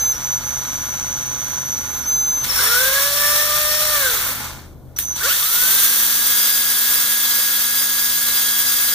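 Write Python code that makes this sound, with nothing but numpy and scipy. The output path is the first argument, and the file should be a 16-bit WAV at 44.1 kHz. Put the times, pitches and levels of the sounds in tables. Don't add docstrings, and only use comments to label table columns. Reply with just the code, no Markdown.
import sys
import numpy as np
from scipy import signal
from scipy.fft import rfft, irfft
from scipy.io import wavfile

SR = 44100
rng = np.random.default_rng(int(sys.argv[2]) if len(sys.argv) > 2 else 0)


def wrap_up_sound(samples):
    columns = np.atleast_2d(samples).T
    tamed = np.clip(columns, -1, 1)
    steps = np.round(tamed * 32767).astype(np.int16)
    wavfile.write(sys.argv[1], SR, steps)


N = 394248
TIME_S = np.arange(N) / SR
BINS_HZ = np.maximum(np.fft.rfftfreq(N, 1 / SR), 1)
PINION_TEETH = 7

# time in seconds, gear mesh rate in Hz.
TRIGGER_SPEED = [(0, 132), (2.42, 132), (2.43, 530), (2.7, 570), (3.2, 598), (3.88, 612), (4.05, 375),
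                 (4.4, 0), (4.96, 0), (4.97, 200), (5.15, 200), (5.16, 950), (5.28, 1100), (5.29, 1657)]
# frequency in Hz, width in Hz, level over the base in dB.
HOUSING_MODES = [(2626, 40, 10.5), (3530, 380, 1.5), (3790, 190, -1), (4400, 150, -2.5), (5980, 120, 2),
                 (6940, 540, -6.5), (8920, 200, 0), (9470, 117, 7), (13400, 110, 4), (13900, 65, 2),
                 (14470, 60, -6), (14600, 70, -1)]
# frequency in Hz, correlation (negative in antiphase, clipped in use).
STEREO_LIKENESS = [(60, 0.67), (700, 0.73), (1100, 1), (1650, 1), (2550, -1.066), (3450, 1), (4150, 1),
                   (4900, -0.5), (6400, 0.39), (7600, -0.37), (9400, 0.51), (10400, -1.22), (12800, -1.1),
                   (15300, -1)]


def from_db(db):
    return 10 ** (np.asarray(db) / 20)


def unit_rms(x):
    return x / np.sqrt(np.mean(x ** 2) + 1e-20)


def in_time(rows):
    times_s, *columns = np.transpose(rows)
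    return [np.interp(TIME_S, times_s, c) for c in columns]


def at_pitch(rows, hz):
    table_hz, *columns = np.transpose(rows)
    return [np.interp(np.log(hz), np.log(table_hz), c) for c in columns]


def spectrum(rows):
    return from_db(at_pitch(rows, BINS_HZ)[0])


def gate(start_s, end_s, fade_s):
    return np.interp(TIME_S, [start_s - fade_s, start_s, end_s, end_s + fade_s], [0, 1, 1, 0])


def burst(start_s, decay_s, rise_s):
    age_s = np.maximum(TIME_S - start_s, 0)
    return np.minimum(age_s / rise_s, 1) * np.exp(-age_s / decay_s)


def white():
    return rng.standard_normal(N)


def drift(rate_hz):
    step, warmup = 20, 4000
    pole = np.exp(-2 * np.pi * step * rate_hz / SR)
    noise = rng.standard_normal(N // step + warmup + 2)
    slow = signal.lfilter([1], [1, -2 * pole, pole * pole], noise)[warmup:]
    return np.interp(np.arange(N) / step, np.arange(len(slow)), unit_rms(slow))


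def phase(hz):
    return 2 * np.pi * np.cumsum(hz) / SR


def tone(angle_rad, lead_rad, waver_db, waver_hz):
    common = drift(waver_hz)
    return np.sqrt(2) * np.array([
        np.sin(angle_rad + side * lead_rad / 2) * from_db(waver_db * (common + .5 * drift(waver_hz)))
        for side in (1, -1)])


def resonances(modes):
    return np.sqrt(1 + sum(from_db(db) ** 2 * 2 / (1 + (2 * (BINS_HZ - hz) / width_hz) ** 2)
                           for hz, width_hz, db in modes))


def stereo_noise(excite, response):
    lag_from_hz, lag_s = 10350, .0004
    alike = np.clip(at_pitch(STEREO_LIKENESS, BINS_HZ)[0], -.99, .99)
    lag = np.exp(-2j * np.pi * lag_s * np.maximum(BINS_HZ - lag_from_hz, 0))
    shared = np.sqrt(abs(alike)) * rfft(excite()) * np.array([lag, np.sign(alike)])
    apart = np.sqrt(1 - abs(alike)) * rfft([excite(), excite()])
    return unit_rms(irfft(response * (shared + apart), N))


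def impacts(per_s, spread_db):
    sizes = from_db(spread_db * np.minimum(rng.exponential(1, N), 5)) * rng.choice([-1, 1], N)
    return sizes * (rng.random(N) < per_s / SR) / np.sqrt(per_s)


def with_echoes(x, level_db, t60_s=.3):
    t = TIME_S[:SR // 2]
    tail = rng.standard_normal((2, len(t))) * from_db(-60 * t / t60_s) * (t > .003)
    tail /= np.sqrt(np.sum(tail[0] ** 2))
    return x + from_db(level_db) * signal.fftconvolve(x, tail, axes=1)[:, :N]


def background():
    # time in seconds, gain in dB.
    level_curve = [(0, 1.5), (2.4, 2), (2.8, -3), (4.1, -0.5), (4.55, 2.5), (5.25, -1.5), (5.5, -9),
                   (7, -12), (8.94, -8.5)]
    # frequency in Hz, base level in dB.
    hum_lines = [(79, -47.5), (128, -47.5)]
    # frequency in Hz, relative density in dB.
    air_spectrum = [(15, -35), (25, 0), (135, -5.5), (224, -10), (286, -9), (427, -15), (475, -17.5),
                    (543, -15), (1210, -29), (2500, -62), (3630, -61), (8100, -44), (15000, -36)]
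    hum = sum(from_db(db) * tone(phase(hz + 2.93 * drift(6.3)), lead_rad=.47, waver_db=2, waver_hz=5.8)
              for hz, db in hum_lines)
    air = from_db(-42.5) * stereo_noise(white, spectrum(air_spectrum))
    level_db, = in_time(level_curve)
    return from_db(level_db) * (hum + air) * from_db([[1.2], [-1.2]])


def motor_speed():
    inertia_s = .183
    asked_hz, = in_time(TRIGGER_SPEED)
    pole = np.exp(-1 / (inertia_s * SR))
    return asked_hz[0] + signal.lfilter([1 - pole], [1, -pole], asked_hz - asked_hz[0])


def drive_gains(mesh_hz):
    # mesh rate in Hz, then gear, brush and spark base levels in dB.
    levels_by_speed = [(25, -54.5, -58, -59), (65, -42.5, -43.5, -44), (130.4, -38, -37, -38),
                       (232, -33, -33.5, -27.5), (480, -28, -23.5, -19.5), (636, -28.5, -20, -16.5),
                       (1690, -32.5, -21.5, -14.5)]
    # time in seconds, gain in dB.
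    effort = [(0, 0.5), (1.3, 0.5), (2.38, -1.5), (2.6, 3), (2.8, 2.5), (3.12, -1.5), (3.35, 0.5),
              (3.65, -1), (3.97, 1), (4.25, 1), (4.45, 3.5), (4.8, -9.5), (5.12, -5), (5.3, -1), (5.55, -1),
              (5.7, 1), (6, 0.5), (6.15, -1.5), (6.43, 0.1), (6.6, -0.5), (8.94, -0.64)]
    # start in seconds, decay in seconds, then gear, brush and spark levels in dB.
    surges = [(2.435, 0.22, -34, -24.5, -24), (4.961, 0.05, -45, -36, -34), (4.981, 0.04, -38, -25.5, -16),
              (5.154, 0.13, -47, -26.5, -27), (5.23, 0.077, -36, -17.5, -23)]
    effort_db, = in_time(effort)
    power = from_db(np.array(at_pitch(levels_by_speed, mesh_hz)) + effort_db) ** 2
    for start_s, decay_s, *levels_db in surges:
        power += np.outer(from_db(levels_db), burst(start_s, decay_s, rise_s=.0063)) ** 2
    return np.sqrt(power)


def chuck_clacks():
    # start in seconds, relative level in dB, decay in seconds.
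    clacks = [(2.441, -12, 0.0042), (4.9872, -2.5, 0.0036), (6.345, -10, .003), (6.432, -6, .002),
              (7.24, -7, 0.0045), (7.555, -10, .003), (7.7464, -2, 0.00087)]
    envelope = sum(from_db(db) * burst(start_s, decay_s, rise_s=.0006) for start_s, db, decay_s in clacks)
    response = resonances(HOUSING_MODES) * spectrum([(400, -21), (1500, -2), (9000, -6), (15000, 8.5)])
    return with_echoes(from_db(-2) * envelope * stereo_noise(white, response), level_db=-19)


def gearbox_chatter(mesh_hz):
    # frequency in Hz, width in Hz, relative level in dB.
    ring_modes = [(3170, 16, -1.5), (3528, 25, 0), (4005, 50, -2), (4450, 64, -4.5)]
    # centre in seconds, half length in seconds, level in dB.
    long_rings = [(2.806, 0.0099, -25), (7.245, 0.014, -27)]
    _, brush_gain, _ = drive_gains(mesh_hz)
    response = sum(from_db(db) / (1 + 2j * (BINS_HZ - hz) / width_hz) for hz, width_hz, db in ring_modes)
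    jolts = impacts(per_s=160, spread_db=2.5)
    stereo_shift = np.exp(.5j * np.array([[1], [-1]]))
    chatter = unit_rms(irfft(rfft(jolts) * response * stereo_shift, N))
    swell = sum(from_db(db) * np.exp(-((TIME_S - s) / half_s) ** 2) for s, half_s, db in long_rings)
    ring = tone(phase(ring_modes[1][0] + 25 * drift(60)), lead_rad=1, waver_db=2, waver_hz=90)
    return from_db(-12) * brush_gain * chatter + swell * ring


def winding_whistle(mesh_rad):
    # time in seconds, switching rate in Hz, base level in dB.
    creep = [(0, 6160, -19.7), (.13, 6160, -19.5), (.17, 6130, -24), (.21, 6090, -29), (.245, 6055, -22),
             (.37, 6055, -22), (.405, 6070, -30), (.46, 6120, -24.5), (.58, 6068, -26), (1.1, 6078, -25.5),
             (1.5, 6090, -26.3), (1.79, 6052, -23.5), (1.84, 6090, -28), (1.9, 6132, -25),
             (2.05, 6135, -24), (2.08, 6157, -18.9), (2.3, 6152, -18.9), (2.445, 6138, -23.5)]
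    part_speed = [(2.485, 5380, -31), (2.5, 5420, -23.5), (2.535, 5470, -34), (2.56, 5485, -23),
                  (2.73, 5492, -23), (2.8, 5515, -30), (2.95, 5530, -37), (3.05, 5515, -28),
                  (3.11, 5519, -34), (3.18, 5524, -26.5), (3.41, 5522, -27), (3.52, 5515, -33),
                  (3.65, 5510, -36), (3.7, 5506, -27), (3.9, 5505, -28), (3.97, 5590, -34)]
    wind_up = [(4.965, 5950, -31), (5.03, 6130, -28.5), (5.1, 6120, -27.5), (5.16, 6080, -28),
               (5.25, 6050, -44), (5.48, 6000, -44), (5.53, 6020, -30), (5.6, 6070, -35), (6.25, 6080, -33),
               (6.5, 6080, -45)]
    # time, fall and recovery in seconds, nominal pitch dip in Hz.
    stutters = [(.134, .004, .033, 520), (.41, .025, .025, 100), (1.76, .012, .015, 80),
                (2.048, .032, .011, 290), (3.93, .06, .04, 70), (4.995, .016, .018, 400),
                (5.18, .03, .05, 120)]
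    ripple_spans = [(.14, 0.24), (.41, 1.88), (4.98, 5.2)]
    # frequency in Hz, left lead in radians, left-right in dB.
    standing_waves = [(5740, -1.7, 2.5), (6430, -1.6, -8), (6137, -0.2, -0.5)]
    flutter_hz, half_gain_dip_hz, jitter_rad, swing_rad = 1.9, 330, .35, .94
    dip_hz = flutter_hz
    for s, fall_s, recovery_s, depth_hz in stutters:
        age_s = TIME_S - s
        dip_hz += depth_hz * np.exp(-np.where(age_s < 0, (age_s / fall_s) ** 2, age_s / recovery_s))
    rippling = sum(gate(start_s, end_s, fade_s=.034) for start_s, end_s in ripple_spans)
    depth = .08 + .38 * rippling
    waver_db = 1 + .8 * rippling
    beat_rad = mesh_rad + jitter_rad * drift(60)
    ripple_shape = np.cos(beat_rad) - .27 * np.cos(2 * beat_rad) + .24 * np.cos(3 * beat_rad)
    ripple = (1 + depth * ripple_shape) / np.sqrt(1 + depth ** 2 / 2)
    ripple_rad = swing_rad * depth * np.sin(beat_rad + np.pi / 3)
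    octave_gain = from_db(-9.5) * (1 + .3 * (ripple - 1))
    dip_share = np.clip(.55 + .9 * drift(130), 0, 1.1)
    wave_hz, leads_rad, pans_db = np.transpose(standing_waves)
    out = 0
    for squeeze, trim_db in ((creep, -.5), (part_speed, 2), (wind_up, 1)):
        hz, level_db = in_time(squeeze)
        lead_rad = np.interp(hz, wave_hz, leads_rad)
        pan_db = np.interp(hz, wave_hz, pans_db) * np.array([[.5], [-.5]])
        angle_rad = phase(hz - dip_hz * dip_share)
        octave = octave_gain * tone(2 * angle_rad, lead_rad=-1.88, waver_db=1.5, waver_hz=56)
        fundamental = ripple * tone(angle_rad - ripple_rad, lead_rad, waver_db, waver_hz=150)
        gain = from_db(level_db + trim_db + .7 * drift(19) + pan_db)
        out += gate(squeeze[0][0], squeeze[-1][0], fade_s=.0051) * gain * (fundamental + octave)
    return with_echoes(out / (1 + dip_hz / half_gain_dip_hz), level_db=-11)


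def rotor_imbalance(mesh_hz, mesh_rad):
    # multiple, relative level in dB while winding up, the same once settled.
    rotor_lines = [(1, -13.5, -14.5), (2, -16, -22.5), (3, -26, -24), (4, -14, -19), (5, -11, -15),
                   (6, -14, -14), (9, -17, -11.5), (15, -21, -25), (17, -14, -12), (20, -15, -8)]
    settled_s = 6.2
    settled = np.clip((TIME_S - settled_s) / .2, 0, 1)
    lines = 0
    for k, winding_db, steady_db in rotor_lines:
        gain = from_db(winding_db + (steady_db - winding_db) * settled)
        lines += gain * np.sin(k * mesh_rad / PINION_TEETH + rng.uniform(0, 2 * np.pi))
    return from_db(-31.5) * (mesh_hz / mesh_hz.max()) ** 4 * lines


def gear_whine(mesh_hz, mesh_rad):
    # frequency in Hz, gain in dB.
    gearbox_response = [(200, -56), (340, -49), (430, -41.5), (520, -28), (565, -32), (610, -29.5),
                        (720, -59), (1000, -37), (1130, -28), (1162, -32), (1183, -23.5), (1205, -27),
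                        (1290, -28), (1460, -17.5), (1540, -17.5), (1595, -22), (1632, -20), (1644, -26),
                        (1654, -20.5), (1664, -20.5), (1695, -29), (1730, -33), (1758, -20), (1776, -19.5),
                        (1786, -28), (1795, -26), (1820, -31), (2200, -34), (3310, -22.5), (3900, -27),
                        (4600, -35), (4960, -17.5), (5950, -22), (6630, -19)]
    # multiple of the mesh rate, relative level in dB, waver in dB.
    harmonics = [(1, 0, 0.73), (2, 0.5, 2.5), (3, 2, 2.5), (4, -1.5, 3.5)]
    # time in seconds, gain of the overtones in dB.
    overtone_curve = [(2.55, -7), (2.74, -5.5), (3.0, -4.5), (3.33, -4), (3.6, -6), (3.96, -5),
                      (4.05, -5.5), (4.1, -11), (4.3, -12), (5.2, -7), (5.25, -1), (5.32, -1), (5.4, -7),
                      (6.25, -8), (6.35, -2), (6.55, -3), (6.8, -5.5), (7.25, -3), (8.9, -3.3)]
    steady_play_rad, loose_play_rad = .2, .3
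    asked_hz, = in_time(TRIGGER_SPEED)
    pull = asked_hz / mesh_hz - 1
    backlash_rad = (steady_play_rad + loose_play_rad * np.minimum(abs(pull), 1)) * drift(45)
    coasting_db = -4.5 * np.clip(-pull / .48, 0, 2) ** 3
    fast_db = np.interp(mesh_hz, [540, 1400], [0, -13])
    load_db = coasting_db + fast_db - 2 * np.clip(pull, 0, 1)
    engaged = 1 / (1 + (330 / mesh_hz) ** 8)
    overtones_db, = in_time(overtone_curve)
    out = 0
    for k, harmonic_db, waver_db in harmonics:
        radiated_db, = at_pitch(gearbox_response, k * mesh_hz)
        alike = np.interp(k * mesh_hz, *np.transpose(STEREO_LIKENESS))
        lead_rad = np.arccos(np.clip(alike, -1, 1))
        gain = engaged * from_db(radiated_db + harmonic_db + load_db + (k > 1) * overtones_db)
        out += gain * tone(k * (mesh_rad + backlash_rad), lead_rad, waver_db, waver_hz=12.2)
    return out


def rough_spots(mesh_rad, count):
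    play_turns, spread_db = .012, 3
    turns = mesh_rad / (2 * np.pi * PINION_TEETH)
    loose_turns = np.maximum.accumulate(turns + play_turns * drift(20))
    knocks = np.zeros(N)
    for offset_turns, size in zip(rng.random(count), rng.standard_normal(count)):
        knocks += size * np.diff(np.floor(loose_turns + offset_turns), prepend=0)
    return unit_rms(knocks * from_db(spread_db * white()) / np.sqrt(np.gradient(turns) + 10 / SR))


def drive_rattle(mesh_hz, mesh_rad):
    # frequency in Hz, relative density in dB.
    knock_spectrum = [(120, -35), (240, 5), (340, -18), (500, -6), (680, -6), (990, -0.5), (1180, -6),
                      (1450, -0.5), (1800, -38), (3500, -29), (6500, -10), (9000, -18)]
    gear_spectrum = [(150, -25), (380, -36), (520, -1.5), (720, -12.5), (850, -9), (980, -5.5), (1150, 1.5),
                     (1450, 2.5), (1800, -5.5), (2250, 3), (3000, -7), (6000, -8), (15000, -30)]
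    brush_spectrum = [(700, -19.5), (1500, -6), (2100, -1.5), (2550, -4), (3300, -1.5), (4200, -3),
                      (4600, 1), (4950, -1.5), (5600, 3), (6500, 1), (8000, 1), (9500, -9.5), (10400, -9.5),
                      (12000, -3), (15500, -8.5)]
    spark_spectrum = [(5000, -28), (8500, -11), (10400, -4.5), (11600, -9.5), (12700, -7), (13600, -2),
                      (14700, -0.5), (15400, -3.5)]
    # frequency in Hz, width in Hz, level over the base in dB.
    case_modes = [(507, 15, 0.5), (690, 17, -2.5), (850, 24, 4), (885, 16, -0.5), (997, 12, 4.5),
                  (1070, 11, -2.5), (1417, 11, 0), (1455, 30, 0), (1643, 55, 0), (1772, 32, 6)]
    meshes_per_chuck_turn, flares_per_s, flare_decay_s = 89, 22, .0075
    gear_gain, brush_gain, spark_gain = drive_gains(mesh_hz)
    per_s = 3500 + 9 * mesh_hz
    pulsing = 1 + .019 * np.cos(mesh_rad) + .017 * np.cos(mesh_rad / PINION_TEETH)
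    wobble_db = .06 * np.sin(mesh_rad / meshes_per_chuck_turn) + .75 * drift(16.6) + .53 * drift(1)
    flare_starts = rng.random(N) < flares_per_s / SR
    flare_pole = np.exp(-1 / (flare_decay_s * SR))
    flare = 1 + .12 * signal.lfilter([1], [1, -flare_pole], flare_starts + 1e-18)
    housing, case = resonances(HOUSING_MODES), resonances(case_modes)

    def grains(response, spread_db):
        return stereo_noise(lambda: pulsing * impacts(per_s, spread_db), response)

    knocks = stereo_noise(lambda: rough_spots(mesh_rad, count=40), case * spectrum(knock_spectrum))
    knocks *= from_db(1.8) / (1 + (mesh_hz / 230) ** 2.8)
    gears = grains(case * spectrum(gear_spectrum), spread_db=3.5)
    brushes = grains(housing * spectrum(brush_spectrum), spread_db=1.5)
    sparks = flare * grains(housing * spectrum(spark_spectrum), spread_db=-1.5)
    return from_db(wobble_db) * (gear_gain * (gears + knocks) + brush_gain * brushes + spark_gain * sparks)


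def scene():
    mesh_hz = motor_speed()
    mesh_rad = phase(mesh_hz * (1 + .00085 * drift(13.8)))
    rattle = drive_rattle(mesh_hz, mesh_rad) + gearbox_chatter(mesh_hz)
    rattle = with_echoes(rattle, level_db=-14, t60_s=.013)
    whine = gear_whine(mesh_hz, mesh_rad) + rotor_imbalance(mesh_hz, mesh_rad)
    whine = with_echoes(whine, level_db=-12.5)
    return rattle + whine + winding_whistle(mesh_rad) + chuck_clacks() + background()


def record(dry):
    cutoff_hz = 15520
    return signal.sosfilt(signal.ellip(12, .1, 80, cutoff_hz, fs=SR, output="sos"), dry)


dry = scene()
out = record(dry)
wrap_up_sound(out)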